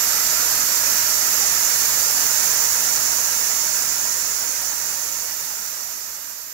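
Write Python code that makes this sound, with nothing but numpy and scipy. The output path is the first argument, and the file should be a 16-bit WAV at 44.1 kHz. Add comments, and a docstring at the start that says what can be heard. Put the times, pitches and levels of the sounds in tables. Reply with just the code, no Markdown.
"""Grain pouring into a steel bin.

Grain falls from a chute onto a steel spreader, close to a camera that tilts up and back down.
Countless kernel impacts merge into a hiss, mostly on the right, and excite the modes of the steel.
Behind them the bin reverberates with a dull roar and a motor hums.
The level holds for about a third of the scene, then fades steadily."""
import sys
import numpy as np
from scipy import signal
from scipy.fft import rfft, irfft
from scipy.io import wavfile
from scipy.ndimage import uniform_filter1d

SR = 44100
rng = np.random.default_rng(int(sys.argv[2]) if len(sys.argv) > 2 else 0)


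def unload_audio(sound):
    """Save the sound as a 16-bit wav file, at the path given as the first command line argument."""
    columns = np.transpose(np.atleast_2d(sound))
    # keep every value between -1 and 1, then stretch to whole-number steps
    steps = np.round(np.clip(columns, -1, 1) * 32767)
    wavfile.write(sys.argv[1], SR, steps.astype(np.int16))


N = 287973
TIME, HZ = np.arange(N) / SR, np.fft.rfftfreq(N, 1 / SR)


def gain_of(db):
    """Amplitude ratio of a level in decibels."""
    return 10 ** (np.asarray(db) / 20)


def unit_rms(x):
    """Normalisation to an rms of one."""
    return x / np.sqrt(np.mean(x ** 2) + 1e-20)


def over_frequency(rows):
    """Interpolation of each column of a table along a logarithmic frequency axis."""
    hz, *columns = np.transpose(rows)
    return np.array([np.interp(np.log(HZ + 1), np.log(hz + 1), column) for column in columns])


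def flat_spectrum(x):
    """Spectrum of a white excitation, scaled to a power density of 0 dB per Hz."""
    return rfft(unit_rms(x)) * np.sqrt(SR / 2)


def wander(rate_hz):
    """Random modulation: noise of unit rms, low-passed near the given rate."""
    band = np.exp(-(HZ / rate_hz) ** 2) * (HZ > .5)
    return unit_rms(irfft(rfft(rng.standard_normal(N)) * band, N))


def camera_tilt(rise_s=3.6, hold_s=1.57, descent_s=1.6, top=0.77):
    """Microphone aim (0 level, 1 full tilt, at the roof hatch): eased rise, hold, uniform descent."""
    rise = np.sin(np.pi / 2 * np.minimum(TIME / rise_s, 1))
    descent = np.clip((TIME - rise_s - hold_s) / descent_s, 0, 1)
    return top * rise * (1 - descent)


def motor_hum(hz=61.02, level_db=-53.3, waver_db=0.35):
    """Periodic vibration: the feed motor radiates one low tone that wavers slightly in level."""
    tone = np.sqrt(2) * np.sin(2 * np.pi * (hz * TIME + rng.random()))
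    return tone * gain_of(level_db + waver_db * wander(rate_hz=5))


def wall_echoes(x, t60_s=0.097, count=300, level_db=-15):
    """Reverberation: scattered reflections from wall and roof weaken exponentially with delay."""
    delays = rng.integers(SR // 200, SR // 3, (2, count))
    reflections = rng.choice([-1, 1], delays.shape) * gain_of(-60 * delays / SR / t60_s)
    response = np.zeros((2, N))
    np.put_along_axis(response, delays, reflections, axis=1)
    response /= np.linalg.norm(response, axis=1, keepdims=True)
    return gain_of(level_db) * irfft(rfft(x) * rfft(response), N)


# The bin's sound field at the two microphones.
# Each row: frequency in Hz, coherence from 0 to 1, phase lead of the left in radians.
FIELD_COHERENCE = [(50, .84, 0), (150, .88, 0), (950, .82, -.1), (1350, .45, -.3), (1900, .42, .5),
                   (2600, .25, 1.4), (3100, .35, 2.9)]
def diffuse_field():
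    """Spatial coherence: white sound from all sides is alike at both microphones mainly in the bass."""
    right, independent = flat_spectrum(rng.standard_normal((2, N)))
    coherence, lead = over_frequency(FIELD_COHERENCE)
    left = coherence * right + np.sqrt(1 - coherence ** 2) * independent
    return np.array([left * np.exp(1j * lead), right])


# The falling mass of grain, echoing round the bin.
# Each row: frequency in Hz, left and right spectral density in relative dB.
ROAR_SPECTRUM = [(15, -86, -86), (45, -80, -80.5), (90, -76, -76), (180, -74.8, -74.8), (210, -72.7, -72.7),
                 (390, -73.5, -73.5), (450, -69.7, -68.8), (850, -68.8, -66.3), (1070, -70.5, -65),
                 (1380, -69, -60.3), (1800, -69, -60.4), (2300, -72, -63.7), (2900, -68.3, -67.3),
                 (3500, -75, -75), (6000, -95, -95)]
def bin_roar(surge_db=0.5):
    """Reverberant noise: the dull rush of the stream fills the bin and surges slightly with the flow."""
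    rush = irfft(diffuse_field() * gain_of(over_frequency(ROAR_SPECTRUM)), N)
    return rush * gain_of(surge_db * wander(rate_hz=14))


# Modes of the spreader, chute and bin. Each row: frequency in Hz, bandwidth in Hz,
# left and right peak density at half tilt in relative dB, gain from level to full tilt in dB.
STEEL_MODES = [(153, 28, -73.5, -73, -2), (262, 36, -74.3, -72.8, 0), (501, 25, -73.5, -71.8, 3),
               (634, 48, -70.2, -68.6, -2), (760, 40, -74, -72, 4), (937, 76, -67.5, -66.4, 4),
               (1182, 25, -68, -67, -3), (1271, 16, -66.5, -61.5, -7), (1367, 24, -65.5, -62.5, -4),
               (1717, 14, -71, -63, 0), (1785, 30, -76, -65, 2), (1875, 30, -77, -66.5, 1),
               (1980, 45, -77, -68, -12), (2440, 40, -80, -68.5, -10), (2805, 14, -73, -64.5, 0),
               (4237, 35, -68.5, -66, 0), (4698, 50, -72, -59.3, -2), (5179, 25, -78, -58.5, -5),
               (6255, 65, -74, -53.5, 7), (6385, 32, -72, -53, 8), (6831, 30, -71, -52, 12),
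               (7060, 90, -70, -55, 2), (7165, 28, -64, -54.5, 5), (7290, 110, -72, -57.5, -4),
               (8340, 200, -66.5, -70, 0), (9884, 35, -76, -65, 12), (10230, 60, -78, -66.5, 10),
               (11585, 26, -68, -57.5, 0), (12360, 60, -80, -60, -5), (15570, 30, -80, -63, 12)]
def steel_ring(skirt_widths=4, gain_db=3.0):
    """Forced resonance: steady impacts keep every mode ringing; the tilt shifts their balance."""
    level, raised = np.zeros((2, 2, len(HZ)), complex)
    for hz, width_hz, left_db, right_db, tilt_db in STEEL_MODES:
        detune = (HZ - hz) / width_hz
        peak = gain_of([[left_db], [right_db]])
        mode = peak / ((1 + 2j * detune) * (1 + 1j * detune / skirt_widths))
        level += mode * gain_of(-tilt_db / 2)
        raised += mode * gain_of(tilt_db / 2)
    drive, up = diffuse_field(), camera_tilt()
    return gain_of(gain_db) * ((1 - up) * irfft(drive * level, N) + up * irfft(drive * raised, N))


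def stray_ticks(per_s=80, spots=8, t60_s=0.006, spread_db=1.7, level_db=-17.5):
    """Impulse response: single kernels glance off nearby steel, each spot with its own damped rattle."""
    t, ticks = np.arange(0, t60_s, 1 / SR), np.zeros((2, N))
    for _ in range(spots):
        hits = rng.random(N) < per_s / spots / SR
        strength = gain_of(spread_db * np.minimum(rng.exponential(1, N), 4))
        rattle = rng.standard_normal((2, len(t))) * gain_of(-60 * t / t60_s)
        ticks += signal.oaconvolve((hits * strength)[None], rattle, axes=1)[:, :N]
    return gain_of(level_db) * unit_rms(ticks)


# Kernels striking steel and each other.
# Each row: frequency in Hz, left and right spectral density in relative dB.
HISS_SPECTRUM = [(2000, -90, -90), (3400, -70.3, -70.8), (4700, -64, -59.5), (5330, -64, -56.2),
                 (5530, -63.9, -51.7), (6750, -63, -52.7), (7270, -62.2, -49.9), (7720, -63.7, -61.3),
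                 (8600, -64.3, -65), (8900, -64.3, -63.7), (9700, -67, -62.5), (10700, -66.8, -61.5),
                 (11900, -65.2, -56.2), (15700, -66.4, -58.2)]
# The fine sizzle at the right microphone. Each row: time in seconds, gain in dB.
SIZZLE_GAIN = [(0, -1), (2.5, 0), (4.6, -0.5), (5.3, 1.5), (6, 1.0), (6.5, 2.5)]
def kernel_hiss(per_s=30000, spread_db=1.9, clump_db=0.36, sizzle_hz=11300):
    """Shot noise: random impacts merge into a loosely clumped hiss, under a smoother high sizzle."""
    hits = rng.random((2, N)) < per_s / SR
    strength = gain_of(spread_db * np.minimum(rng.exponential(1, (2, N)), 7))
    clicks = unit_rms(hits * strength * rng.choice([-1, 1], (2, N))) + stray_ticks()
    spectrum = flat_spectrum(clicks) * gain_of(over_frequency(HISS_SPECTRUM))
    highpass = np.array([[0], [.5]]) * (1 + np.tanh((HZ - sizzle_hz) / 400))  # right side only
    clumps = irfft(spectrum * (1 - highpass), N) * gain_of(clump_db * wander(rate_hz=45))
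    sizzle = irfft(spectrum * highpass, N) * gain_of(np.interp(TIME, *np.transpose(SIZZLE_GAIN)))
    return clumps + sizzle


def spray_flicker(x, frame_samples, patch_frames, depth_db=1.9):
    """Spectral modulation: as the spray changes shape, narrow bands of its sound swell and dip."""
    spectra = signal.stft(x, nperseg=frame_samples)[2]
    patches = uniform_filter1d(rng.standard_normal(spectra.shape), patch_frames, axis=2)
    patches = unit_rms(uniform_filter1d(patches, 2, axis=1))  # two frequency bins wide
    gain = unit_rms(gain_of(depth_db * patches))
    return signal.istft(spectra * gain, nperseg=frame_samples)[1][:, :N]


# Directional response of the right microphone.
# Each row: frequency in Hz, gain from level to full tilt in dB.
TILT_RESPONSE = [(800, 2), (1400, -2.5), (1900, 0.5), (3800, -2), (5600, 1.5), (6500, 2.5), (7600, 1),
                 (10000, 3), (11200, 1), (12000, -5.5), (13100, -4), (14500, -1), (15600, 8)]
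def tilt_colour(x):
    """Directivity: the timbre shifts with the angle at which the spray's sound meets the microphone."""
    up, colour_db = camera_tilt(), over_frequency(TILT_RESPONSE)[0]
    level, raised = irfft(rfft(x) * gain_of([-colour_db / 2, colour_db / 2]), N)
    return (1 - up) * level + up * raised


def scene(hiss_db=-0.28, roar_db=-0.5, shade_db=-0.05):
    """Superposition at two microphones: the right faces the spray, the left is shaded from it."""
    hiss = gain_of(hiss_db) * spray_flicker(kernel_hiss(), frame_samples=512, patch_frames=9)
    roar = gain_of(roar_db) * spray_flicker(bin_roar(), frame_samples=1024, patch_frames=7)
    grain = hiss + roar
    left, right = grain + wall_echoes(grain) + steel_ring()
    shade = gain_of(shade_db * camera_tilt())  # the left turns away as the camera looks up
    return np.array([left * shade, tilt_colour(right)]) + motor_hum()


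def record(dry, fade_start_s=2.346, to_silence_s=4.955, cutoff_hz=15750):
    """Attenuation and band limiting: a linear fade of amplitude, then a steep low-pass filter."""
    fade = np.clip(1 - (TIME - fade_start_s) / to_silence_s, 0, 1)
    lowpass = signal.firwin(1023, cutoff_hz, window=("kaiser", 9), fs=SR)
    return signal.oaconvolve(dry * fade, lowpass[None], "same", axes=1)


dry = scene()
out = record(dry)
unload_audio(out)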